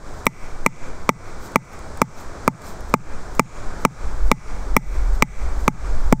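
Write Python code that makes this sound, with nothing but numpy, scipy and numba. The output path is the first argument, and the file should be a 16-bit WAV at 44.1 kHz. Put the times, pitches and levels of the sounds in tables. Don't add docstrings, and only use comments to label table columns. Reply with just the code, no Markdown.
import sys
import numpy as np
from scipy import signal
from scipy.fft import rfft, irfft, next_fast_len
from scipy.io import wavfile
from scipy.ndimage import uniform_filter1d
from numba import njit

SR = 44100
rng = np.random.default_rng(int(sys.argv[2]) if len(sys.argv) > 2 else 0)


def nominal_scale(level):
    x = np.asarray(level, float) / 20
    return 10 ** x


def store_wav(level_fs):
    pcm = np.round(np.clip(np.atleast_2d(level_fs), -1, 1) * 32767)
    wavfile.write(sys.argv[1], SR, pcm.T.astype(np.int16))


N = 273420

# start in seconds, blow level in dB, ring of the stick's end in dB,
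# bark crack in dB, contact time in milliseconds.
BLOWS = [(0.2669, -1.5, 2.5, 6.5, 0.35), (0.6627, -1.5, 2.5, 4.5, 0.29), (1.0915, 1.5, -0.5, 3.5, 0.4),
         (1.5583, 2, 1, 3, 0.4), (2.0171, 2, -4, 3.5, 0.38), (2.478, 2, -5, 0.5, 0.41),
         (2.9396, 2, -4, 0.5, 0.33), (3.395, 2, -0.5, 5, 0.4), (3.8506, 2.5, -2.5, 2, 0.35),
         (4.3153, 1.5, 1.5, 4.5, 0.4), (4.7658, 1, 3, 9, 0.39), (5.2233, -0.5, 4, 7.5, 0.12),
         (5.6793, 0.5, -3, 4, 0.21), (6.1253, -3.5, -7.5, 2.5, 0.44)]
# pitch in Hz, level in dB, time to fade by 60 dB in seconds.
STICK_NOTES = [(1231, 3.5, 0.011), (1580, -10, 0.016), (611, -4, 0.011)]
FLANK_NOTES = [(620, 17, 0.003), (1230, 8, 0.0065), (1450, -21, 0.036)]
STICK_END_NOTES = [(2300, -2, 0.019), (2050, -12, 0.052), (2200, -16, 0.045), (3700, -21, 0.035)]
PEG_NOTES = [(891, -8.5, 0.067)]
SUNK_PEG_NOTES = [(910, -1, 0.1)]
SOIL_NOTES = [(244, -7, 0.049), (154, -16.5, 0.14)]
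# frequency in Hz, level in dB.
BARK_TONE = [(2600, -82), (3400, 2.5), (4800, -23.5), (5700, 5), (6400, 1.5), (7200, 0.5), (9500, -6),
             (11500, -34), (13500, 1), (15500, -23), (16000, -40)]
# time in seconds, level in dB.
WIND = [(0, -44), (.7, -49.5), (1.4, -46.5), (2.3, -49.5), (2.6, -50), (2.85, -34), (3.1, -43), (3.35, -39),
        (3.55, -37.5), (3.8, -40), (4.0, -36.5), (4.25, -25), (4.45, -41), (4.65, -24.5), (5.2, -24),
        (5.55, -25.5), (5.8, -29), (6.2, -19.5)]
# peak time in seconds, width in seconds, level in dB.
SHOVES = [
    (.6, 0.46, -26.5),
    (3.2, 0.19, -33),
    (3.7, 0.085, -22.5),
    (4.2, 0.088, -14.5),
    (6.08, .1, -9),
]
# frequency in Hz, level in dB.
FLUTTER_TONE = [(14, -40), (25, -13), (40, -0.5), (52, -5), (70, -20), (200, -83)]
# frequency in Hz, level in dB.
BUFFET_TONE = [(35, -30), (58, 21), (80, -4.5), (110, 4.5), (200, -43.5)]
# middle in seconds, width in seconds, level in dB.
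RUSTLES = [(.17, .06, -65), (.42, 0.065, -73), (.88, 0.015, -73), (1.03, .04, -80), (1.28, 0.024, -69),
           (1.45, 0.036, -49.5), (1.73, 0.018, -60), (2.2, 0.038, -54), (2.45, .02, -67),
           (2.68, 0.042, -49), (2.9, .02, -60), (3.37, 0.036, -56), (3.82, .02, -57), (4.28, .03, -58),
           (5.15, 0.024, -54), (5.62, 0.051, -56)]
# start in seconds,
# peak level in dB, centre frequency in Hz.
TICKS = [(0.1394, -34, 6000), (0.4794, -47, 6070), (1.5194, -30, 6670), (1.6526, -32, 7340),
         (1.7325, -30, 6360), (1.791, -26, 6900), (1.973, -19, 7900), (2.1894, -41, 6090),
         (2.2094, -48, 5000), (2.6194, -25, 7400), (2.807, -26, 5930), (2.8964, -29, 5800),
         (3.3508, -21, 6850), (4.2794, -36, 5230), (5.1494, -35, 5440), (5.3694, -42, 5100),
         (5.5994, -34, 5090), (5.624, -33, 7000), (5.6403, -41, 5490),
         (0.2564, -14, 12400),
    (.652, -33, 13000),
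]
# frequency in Hz, level in dB.
LITTER_TONE = [(2000, -11), (4000, 0), (7500, 3.5), (10500, -9), (13000, -2), (15600, -6), (16100, -38)]
# frequency in Hz, level in dB.
HUM_TONE = [(40, -27), (75, 0), (130, -9), (400, -10), (1450, -14.5), (1850, -22), (2350, -26.5),
            (2800, -36), (3300, -32.5), (5500, -30), (7900, -32), (10700, -47.5), (15700, -61),
            (16100, -80)]


def blows():
    out = np.zeros(N)
    bark = shaped(BARK_TONE)
    grip = 1 + 0.008 * rng.standard_normal((len(BLOWS), 2))
    for (s, blow_db, end_db, crack_db, contact_ms), (tune, end_tune) in zip(BLOWS, grip):
        contact_s = contact_ms / 1000
        on_flank = contact_ms > 0.42
        stick_notes = FLANK_NOTES if on_flank else STICK_NOTES
        peg_notes = SUNK_PEG_NOTES if on_flank else PEG_NOTES
        peg_tune = tune - 0.006 * s
        add(out, -nominal_scale(blow_db) * ring(stick_notes, tune, contact_s), s)
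        add(out, nominal_scale(blow_db) * ring(peg_notes, peg_tune, contact_s), s)
        add(out, -nominal_scale(end_db) * ring(STICK_END_NOTES, end_tune, 0.00033), s)
        thud_db = 7.5 - 6 * np.exp(-s / 1.7) - 0.08 * end_db + 6 * on_flank
        add_thud(out, s, thud_db, tune)
        add(out, nominal_scale(crack_db) * crack(bark[int(s * SR) // 2:]), s)
    return signal.sosfilt(signal.butter(2, 90, "high", fs=SR, output="sos"), out)


def ring(notes, tune, push_s):
    t = np.arange(SR // 4) / SR
    x = np.zeros(len(t))
    for hz, db, t60 in notes:
        x += nominal_scale(db) * np.sin(2 * np.pi * hz * tune * t) * nominal_scale(-60 * t / t60)
    push = np.sin(np.pi * np.clip(t[:128] / push_s, 0, 1))
    return np.convolve(x, push / push.sum())[:len(t)]


def add_thud(out, s, thud_db, tune):
    spread_s = 0.0207
    add(out, -nominal_scale(thud_db) * ring(SOIL_NOTES, tune, 0.0011), s + 0.0031)
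    add(out, nominal_scale(thud_db - 7.5) * ground_wave(spread_s), s + 0.0074)
    add(out, nominal_scale(thud_db - 23.5) * ground_wave(1.07 * spread_s), s + 0.055)


def ground_wave(spread_s):
    start_hz, end_hz, t60 = 237, 105.2, 0.13
    t = np.arange(SR // 4) / SR
    glide = spread_s * (1 - np.exp(-t / spread_s))
    turns = end_hz * t + (start_hz - end_hz) * glide
    return np.sin(2 * np.pi * turns) * np.minimum(t / 0.016, 1) * nominal_scale(-60 * t / t60)


def crack(bark):
    t = np.arange(SR // 4) / SR
    bark = bark[:len(t)]
    t = t[:len(bark)]
    fade = nominal_scale(-11.0 - 60 * t / 0.0055) + nominal_scale(-35.0 - 60 * t / 0.065)
    return np.minimum(t / 0.00014, 1) * fade * bark


def forest(knocks):
    t = np.arange(SR) / SR
    brief_blur = nominal_scale(-22.0 - 60 * t / 0.0057)
    far = nominal_scale(-44.5 - 60 * t / 0.72) * (1 - np.exp(-t / 0.068))
    scatter = rng.standard_normal(SR) * (brief_blur + far)
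    scatter = signal.sosfilt(signal.butter(2, [1500, 9000], "band", fs=SR, output="sos"), scatter)
    return signal.fftconvolve(knocks, scatter)[:N]


def gusts():
    s, level_db = np.transpose(WIND)
    wind_db = np.interp(np.arange(N) / SR, s, level_db) + 30
    eddies_per_s, eddy_db, vent_limit = 12, 1.5, 0.4
    press = nominal_scale(-21.5 + 0.62 * wind_db) + swells(SHOVES)
    swing = vent_limit * np.tanh(press * band(2.8, 15.9) / vent_limit)
    flutter_db = -27 + 0.99 * wind_db + eddy_db * walk(eddies_per_s)
    buffet_db = -36.5 + 0.51 * wind_db + eddy_db * walk(eddies_per_s)
    return swing + nominal_scale(flutter_db) * shaped(FLUTTER_TONE) + nominal_scale(buffet_db) * shaped(BUFFET_TONE)


def rustle():
    grains = nominal_scale(1.8 * rng.exponential(1, N // 100 + 1)).repeat(100)[:N]
    out = (nominal_scale(-68.5) + swells(RUSTLES) * grains) * shaped(LITTER_TONE)
    t = np.arange(200) / SR
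    for s, db, hz in TICKS:
        tick = np.cos(2 * np.pi * hz * t) + 0.83 * rng.standard_normal(len(t))
        add(out, nominal_scale(db - 12 - 60 * t / 0.0085) * tick, s)
    return out


def road_hum():
    level_db = -37.5 + 0.32 * np.arange(N) / SR + 0.84 * walk(5.54)
    return nominal_scale(level_db) * shaped(HUM_TONE)


def shaped(tone):
    hz, db = np.transpose(tone)
    size = next_fast_len(N)
    axis = np.log(np.arange(1, size // 2 + 2) * SR / size)
    gain = nominal_scale(np.interp(axis, np.log(hz), db))
    x = irfft(rfft(rng.standard_normal(size)) * gain, size)[:N]
    return x / x.std()


def band(lo_hz, hi_hz):
    sos = signal.butter(3, [lo_hz, hi_hz], "band", fs=SR, output="sos")
    x = signal.sosfilt(sos, rng.standard_normal(N))
    return x / x.std()


def walk(rate):
    k = int(SR / rate)
    steps = np.repeat(rng.standard_normal(N // k + 1), k)
    return 1.3 * uniform_filter1d(uniform_filter1d(steps, k), k)[:N]


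def swells(table):
    t = np.arange(N) / SR
    return sum(nominal_scale(db) * np.exp(-((t - mid_s) / width_s) ** 2) for mid_s, width_s, db in table)


def add(out, x, s):
    i = int(s * SR)
    out[i:i + len(x)] += x[:N - i]


def scene():
    knocks = blows()
    return (knocks + forest(knocks) + gusts() + rustle() + road_hum())[None]


@njit
def follow(x, attack, release):
    y, e = np.empty(len(x)), 0.
    for i in range(len(x)):
        a = abs(x[i])
        e = e + attack * (a - e) if a > e else e * release
        y[i] = e
    return y


def gain_control(dry):
    recover_db_per_s, lag_s, ramp_s = 105, 0.0081, 0.014
    sensed = signal.sosfilt(signal.butter(2, 150, "high", fs=SR, output="sos"), dry[0])
    peak = follow(sensed, 1 / (0.00039 * SR), nominal_scale(-recover_db_per_s / SR))
    cut_db = -20 * np.log10(np.maximum(peak / 0.12, 1))
    cut_db -= np.maximum(7 - recover_db_per_s * np.arange(N) / SR, 0)
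    late_db = np.interp(np.arange(N) - lag_s * SR, np.arange(N), cut_db)
    return dry * nominal_scale(uniform_filter1d(late_db, int(ramp_s * SR)))


def low_pass(x):
    return signal.sosfilt(signal.butter(12, 16950, fs=SR, output="sos"), x)


def record(dry):
    hiss = nominal_scale(-62.5) * band(5200, 8300) + nominal_scale(-78.5) * band(9000, 19000)
    x = gain_control(dry) + hiss
    x = signal.sosfilt(signal.ellip(8, 0.2, 50, 15650, fs=SR, output="sos"), x)
    x = np.clip(x, -0.99, 0.99)
    x = signal.sosfilt(signal.ellip(8, 0.1, 60, 16600, fs=SR, output="sos"), x)
    return low_pass(x)


dry = scene()
out = record(dry)
store_wav(out)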